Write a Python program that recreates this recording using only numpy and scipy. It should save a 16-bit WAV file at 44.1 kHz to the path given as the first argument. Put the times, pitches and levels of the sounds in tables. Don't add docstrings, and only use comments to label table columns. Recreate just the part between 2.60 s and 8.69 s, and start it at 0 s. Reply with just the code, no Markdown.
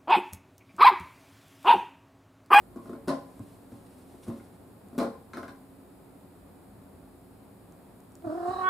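import sys
import numpy as np
from scipy import signal
from scipy.fft import rfft, irfft, next_fast_len
from scipy.io import wavfile
from scipy.ndimage import uniform_filter1d

SR = 44100
rng = np.random.default_rng(int(sys.argv[2]) if len(sys.argv) > 2 else 0)


def to_wav(s):
    ch = np.atleast_2d(s).T
    pcm = np.round(np.clip(ch, -1, 1) * 32767)
    wavfile.write(sys.argv[1], SR, pcm.astype(np.int16))


N = 268569
T = np.arange(N) / SR
RING = T[:SR // 2]
LEFT_RIGHT = np.array([[1], [-1]])
CALL_S = 5.623
# f/Hz, level/dB
BACKGROUND_SIDE = [(30, -18.5), (120, -11.5), (300, -9.5), (700, -4), (2000, -4), (5000, 0), (8000, -10.5),
                   (14000, -24.5)]


def flap(door_tilt_share=0.55):
    # f/Hz, relative level/dB, t60/s
    door_modes = [(155.3, -19, 0.39), (199, -8, 0.2), (236.4, 1.5, 0.18), (273.5, -0.5, 0.2),
                  (311.5, -6, 0.17), (355.6, -1, 0.12), (451.7, -15.5, 0.49)]
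    # f/Hz, relative level/dB, t60/s
    flap_modes = [(492.7, -6.5, 0.41), (558.6, 4, 0.33), (596, 3.5, 0.097), (677, 7, 0.062),
                  (707, -6.5, 0.09), (801, -10, 0.39), (842, -9.5, 0.095), (1036.4, -4.5, 0.39),
                  (1100, -1.5, 0.11), (1295, -4, 0.023), (1448, -7, 0.079), (1523, -7.5, 0.052),
                  (1593, -18.5, 0.17), (2000, -37, 0.15), (2115, -19, 0.044), (2126, -27.5, 0.11)]
    times, door_db, flap_db, tilts, edge_db = np.transpose(contacts())
    door_responses = [
        clack(door_modes, door_tilt_share * tilt, scatter_db=2.5, detune=0.012, dense_db=-4.5, dense_t60_s=0.08)
        for tilt in tilts]
    flap_responses = [
        clack(flap_modes, tilt, scatter_db=1.5, detune=0.01, dense_db=-1.5, dense_t60_s=0.02)
        for tilt in tilts]
    door = strike(times, door_db, door_responses)
    plastic = strike(times, flap_db, flap_responses)
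    edge = strike(times, edge_db, [click(db) for db in edge_db])
    door = hallway(door, wet_db=-9.5, pan_db=1)
    plastic = hallway(plastic, wet_db=-3.5, pan_db=2.0)
    return door + plastic + hallway(edge, wet_db=2.5, pan_db=0.5)


def contacts():
    # t/s, thump of the door panel/dB, hardness (0-1), rebound re knock/dB
    knocks = [(0.159, -37.5, 0.09, -15), (.169, -53, .45, -3), (.257, -46, .38, -3), (.294, -38.5, .2, -8),
              (.331, -39, .24, -5), (.792, -49.5, .38, -20), (1.119, -48.5, 0.24, -3),
              (1.540, -52, 0.23, -17), (1.665, -47.5, 0.31, -17), (1.679, -35.5, 0.1, -2),
              (1.718, -42.5, 0, -8), (1.762, -49.5, .1, -6), (1.799, -63.5, .9, -5), (2.329, -43, 0, -1),
              (2.428, -34, 0.33, -8), (2.7344, -46.5, 0.85, 3.5), (2.7709, -38, 0.65, -4),
              (2.830, -44, 0.68, -16), (2.840, -49, 0.45, -13), (2.881, -51, 0.89, -14)]
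    # t/s, thump/dB, snap re thump/dB, time scale of the chatter's loss/s
    slams = [(.4744, -28, -7, 0.04), (2.379, -26, -10, .05)]
    # clack re thump/dB, tilt of the clack/(dB per octave), click re thump/dB
    soft = np.array((-17.5, -2, -33.5))
    hard = np.array((2.7, 21.2, -1.3))
    rebound, rebound_s = (-11.5, -7, -23), .021
    slam = (-16, 0, -35.5)
    snap, snap_s = (0, 4.5, -7.5), .0073
    chatter, chatter_gap_s, chatter_db = (-4, -1.9, -21), .0118, -3
    gap_scatter, chatter_fall_db = .25, 5

    def touch(s, db, kind):
        clack_db, tilt, click_db = kind
        return s, db, db + clack_db, tilt, db + click_db

    rows = []
    for s, db, hardness, rebound_db in knocks:
        rows.append(touch(s, db, soft + hardness * (hard - soft)))
        rows.append(touch(s + rebound_s, db + rebound_db, rebound))
    for s, db, snap_db, length_s in slams:
        rows.append(touch(s, db, slam))
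        rows.append(touch(s + snap_s, db + snap_db, snap))
        gaps = chatter_gap_s * (1 + gap_scatter * rng.standard_normal(size=5))
        for age in snap_s + np.cumsum(gaps):
            loss_db = chatter_fall_db * (age / length_s) ** 2
            rows.append(touch(s + age, db + chatter_db - loss_db, chatter))
    return rows


def clack(modes, tilt, scatter_db, detune, dense_db, dense_t60_s):
    tilted = [(hz, db + tilt * np.log2(hz / modes[0][0]), t60) for hz, db, t60 in modes]
    chance = rng.standard_normal((len(modes), 2))
    varied = [(hz * (1 + detune * a), db + scatter_db * b, t60)
              for (hz, db, t60), (a, b) in zip(tilted, chance)]
    main = ring(varied)
    (low_hz, low_db, _), (high_hz, high_db, _) = tilted[0], tilted[-1]
    outline = [(low_hz / 2, low_db - 21), *[mode[:2] for mode in tilted], (high_hz * 2, high_db - 32)]
    onset = np.minimum(RING / 0.0015, 1)
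    dense = blow(noise(outline, len(RING)) * fade(dense_t60_s) * onset)
    return blow(main + undb(dense_db) * dense)


def click(db, crack_db=3, crack_t60_s=0.0071, buzz_t60_s=0.082, brightening=0.17, plain_db=-52):
    # f/Hz, relative level/(dB per Hz)
    edge_spectrum = [(300, 9), (900, 20.5), (1500, 8.5), (2100, 11), (2700, -2), (3600, 5.5), (4700, 5),
                     (6500, -4), (9500, 0.5), (12000, -10), (15500, -39)]
    tilt = brightening * np.clip(db - plain_db, -8, 8)
    spectrum = [(hz, level + tilt * np.log2(hz)) for hz, level in edge_spectrum]
    decay = undb(crack_db) * fade(crack_t60_s) + fade(buzz_t60_s)
    return blow(noise(spectrum, len(RING)) * decay)


def hinge(s=0.19, length_s=0.024, hz=1085, db=-52):
    phase = 2 * np.pi * np.cumsum(hz * (1 + 0.036 * walk(194))) / SR
    swell = np.exp(-((T - s) / length_s) ** 2)
    return hallway(np.sin(phase) * undb(db) * swell, wet_db=-2)


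def meow(jitter=0.0252, bend=0.021, rasp_db=-25, rasp_half_db=5, rasp_open_db=-1,
         whistle_db=-22, whistle_hz=3970, trill_hz=38):
    # level/dB with mouth shut, half open, wide open,
    # left minus right/dB, phase lead of the left/rad
    harmonics = [(0.5, -6, -5, -0.5, 0.77), (-3.5, -1, -6.5, -4.5, 0.65), (-22, -2.5, 10.5, -4, -1.4),
                 (-21, -32, 10, -3, -1.95), (-35, -26.5, -10.5, -9, -0.15), (-43, -41, -17.5, -12, 1.8),
                 (-63, -36, -24, -1, 1.2), (-54, -36.5, -27, -12, 1), (-58, -59, -11.5, -9, -0.96)]
    # f/Hz, relative level/(dB per Hz)
    rasp_spectrum = [(150, -26), (500, 3), (1300, 4), (1900, -22), (2300, -22), (2800, -23), (3400, -23),
                     (4500, -16), (6200, -26), (8500, -17.5), (15000, -44)]
    openings = [0, .5, 1]
    hz, effort, mouth, depth = call_controls()
    flutter = np.cos(2 * np.pi * trill_hz * (T - CALL_S)) * depth
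    wander = jitter * (depth + 0.2) * walk(150)
    phase = 2 * np.pi * np.cumsum(hz * (1 + wander + bend * flutter)) / SR
    voice = 0
    for k, (*mouth_db, pan_db, lead) in enumerate(harmonics, 1):
        beat = 1 + flutter * (.4 if k == 1 else .9)
        shimmer_db = 0.29 * k * walk(45)
        gain = undb(np.interp(mouth, openings, mouth_db) + shimmer_db + LEFT_RIGHT * pan_db / 2)
        tone = np.sqrt(2) * np.sin(k * phase + LEFT_RIGHT * lead / 2)
        voice = voice + tone * beat * gain
    rasp_gain = undb(rasp_db + np.interp(mouth, openings, [0, rasp_half_db, rasp_open_db]))
    rasp = noise(rasp_spectrum, N) * rasp_gain * (1 + np.cos(phase)) * (1 + flutter / 2)
    gap = mouth - .46
    glide = np.cos(2 * np.pi * np.cumsum(whistle_hz * (1 + 0.23 * gap)) / SR)
    whistle = walk(350) * glide * undb(whistle_db - 100 * abs(gap))
    breath = hallway((rasp + whistle) * effort, wet_db=6.0, pan_db=-1.5)
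    return hallway(voice * effort, wet_db=-11) + breath


def call_controls():
    # t/s, f/Hz
    pitch = [(5.625, 340), (5.70, 300), (5.77, 345), (5.89, 357), (5.93, 378), (6.02, 368), (6.09, 375)]
    # t/s, level/dB
    effort_points = [(5.623, -56.5), (5.652, -38.5), (5.70, -35), (5.74, -36.5), (5.83, -35.5),
                     (5.885, -30.5), (5.945, -37), (6.035, -33.5), (6.09, -35.5)]
    # t/s, mouth opening (0-1)
    mouth_points = [(5.72, 0.01), (5.84, 0.17), (5.925, .45), (5.98, .47), (6.08, 0.99)]
    trill_depth, trill_db, ease_per_db = 0.81, -35, .085
    trill_ends = (0.47, 0.89)
    db = np.interp(T, *np.transpose(effort_points))
    mouth = np.interp(T, *np.transpose(mouth_points))
    depth = np.clip(trill_depth - ease_per_db * (db - trill_db), 0, 1)
    depth = depth * np.interp(mouth, trill_ends, [1, 0])
    hz = np.interp(T, *np.transpose(pitch))
    return hz, undb(db) * (T > CALL_S), mouth, depth


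def paws():
    # t/s, level/dB
    landings = [(.797, -38), (1.122, -45.5), (1.680, -35), (5.659, -40.5), (5.878, -44.5)]
    # f/Hz, relative level/dB, t60/s
    board_modes = [(94.5, 2.5, 0.085), (121, 0.5, 0.11), (153.7, -11, 0.19), (239, 1.5, 0.063),
                   (282, 0, 0.24)]
    steps = strike(*np.transpose(landings), [ring(board_modes) for _ in landings])
    return hallway(steps, wet_db=-10.0)


def fur():
    # t/s, level/dB, rise/s, fall/s (time constants)
    strokes = [(.28, -63.5, 0.087, 0.028), (.86, -65, 0.22, 0.21), (1.35, -64, 0.32, .45),
               (1.635, -55.5, 0.0092, 0.11)]
    # f/Hz, relative level/(dB per Hz)
    spectrum = [(500, 10.5), (1500, -1), (4000, -2.5), (6500, -6), (9500, 1.5), (13000, -10), (16000, -34)]
    power = 0
    for s, db, rise, fall in strokes:
        swell = np.exp(-np.maximum((s - T) / rise, (T - s) / fall))
        power = power + (undb(db) * swell) ** 2
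    uneven = undb(3.3 * walk(43))
    return hallway(noise(spectrum, N) * np.sqrt(power) * uneven, wet_db=-8.5)


def ticks():
    # t/s, level/dB
    tick_points = [(.794, -66.5), (2.286, -73), (5.123, -70), (5.404, -70), (5.520, -70), (5.554, -60.5)]
    spectrum = [(1000, -25), (3500, -14), (7500, 6), (15000, -8)]  # f/Hz, relative level/(dB per Hz)
    responses = [blow(noise(spectrum, len(RING)) * fade(0.0054)) for _ in tick_points]
    return hallway(strike(*np.transpose(tick_points), responses), wet_db=-10.0)


def ventilation(air_db=-53.5):
    # f/Hz, relative level/(dB per Hz)
    air_spectrum = [(18, -45), (30, -17), (101, -7), (136, -9.5), (201, -3), (234, -9.5), (272, 0),
                    (315, -12.5), (366, -8.5), (503, -14), (717, -14.5), (1790, -30), (2600, -37.5),
                    (3380, -67), (5720, -120)]
    # f/Hz, rate of wander/Hz, level/dB
    hums = [(53, 9.5, -69), (87.4, 7.9, -66.5), (109.7, 5.9, -65), (271.2, 16, -65.5), (361.4, 10, -67.5)]
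    rumble = stereo_noise(air_spectrum, BACKGROUND_SIDE, N) * undb(air_db + .5 * walk(9.3))
    hum = 0
    for hz, width, db in hums:
        angle = 2 * np.pi * hz * T
        hum = hum + undb(db) * unit(walk(width) * np.cos(angle) + walk(width) * np.sin(angle))
    return rumble + hum


def hiss(level_db=-68.17):
    # f/Hz, relative level/(dB per Hz)
    spectrum = [(1410, -24), (2400, -3), (2760, -3.5), (3130, -4.5), (3890, -3.5), (5070, -6.5),
                (6120, -14.5), (6980, -4.5), (9910, 0.5), (14200, -3), (15500, -6.5)]
    return stereo_noise(spectrum, BACKGROUND_SIDE, N) * undb(level_db)


def hallway(x, wet_db, pan_db=0):
    # f/Hz, level/dB
    room_side = [(100, -17), (300, -12), (600, -9), (1000, -2), (2000, -3), (5000, -1), (15000, -2)]
    room_t60_s, early_t60_s, early_db = 0.44, 0.11, 7
    spectrum = [(100, 4.9), (4000, 1.0), (15000, -2.0)]  # f/Hz, relative level/(dB per Hz)
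    tail = stereo_noise(spectrum, room_side, len(RING))
    tail = tail * (fade(room_t60_s) + undb(early_db) * fade(early_t60_s))
    tail = tail * np.clip((RING - .002) / 0.0082, 0, 1)
    tail = tail / np.sqrt(np.sum(tail ** 2) / 2)
    echo = signal.fftconvolve(np.atleast_2d(x), tail, axes=1)[:, :N]
    return (x + undb(wet_db) * echo) * undb(LEFT_RIGHT * pan_db / 2)


def strike(times, dbs, responses):
    out = np.zeros(N + len(RING))
    for s, db, response in zip(times, dbs, responses):
        start = int(s * SR)
        out[start:start + len(RING)] += undb(db) * response
    return out[:N]


def ring(modes):
    total = 0
    for k, (hz, db, t60) in enumerate(modes):
        total = total + (-1) ** k * undb(db) * fade(t60) * np.sin(2 * np.pi * hz * RING)
    return blow(total)


def fade(t60):
    return np.exp(-np.log(1000) * RING / t60)


def blow(response):
    return response / np.sqrt(np.mean(response[:SR // 50] ** 2))


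def stereo_noise(points, side, size):
    length = next_fast_len(size)
    mid = noise(points, length)
    return (mid + LEFT_RIGHT * colour(noise(points, length), side))[:, :size]


def noise(points, size):
    return unit(colour(rng.standard_normal(next_fast_len(size)), points)[:size])


def colour(x, points):
    hz, db = np.transpose(points)
    f = np.maximum(np.fft.rfftfreq(len(x), 1 / SR), 1)
    return irfft(rfft(x) * undb(np.interp(np.log(f), np.log(hz), db)), len(x))


def walk(rate):
    k = int(SR / rate)
    return uniform_filter1d(np.repeat(rng.standard_normal(N // k + 1), k), k)[:N]


def unit(x):
    return x / np.sqrt(np.mean(x ** 2))


def undb(db):
    return 10 ** (np.asarray(db) / 20)


def scene():
    cat = meow() + paws() + fur() + ticks()
    return flap() + hinge() + cat + ventilation() + hiss()


def record(dry, low_cut_hz=42, top_hz=15550):
    thin = signal.sosfilt(signal.butter(3, low_cut_hz, "high", fs=SR, output="sos"), dry)
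    return signal.sosfilt(signal.ellip(10, .2, 70, top_hz, fs=SR, output="sos"), thin)


dry = scene()
out = record(dry)
to_wav(out)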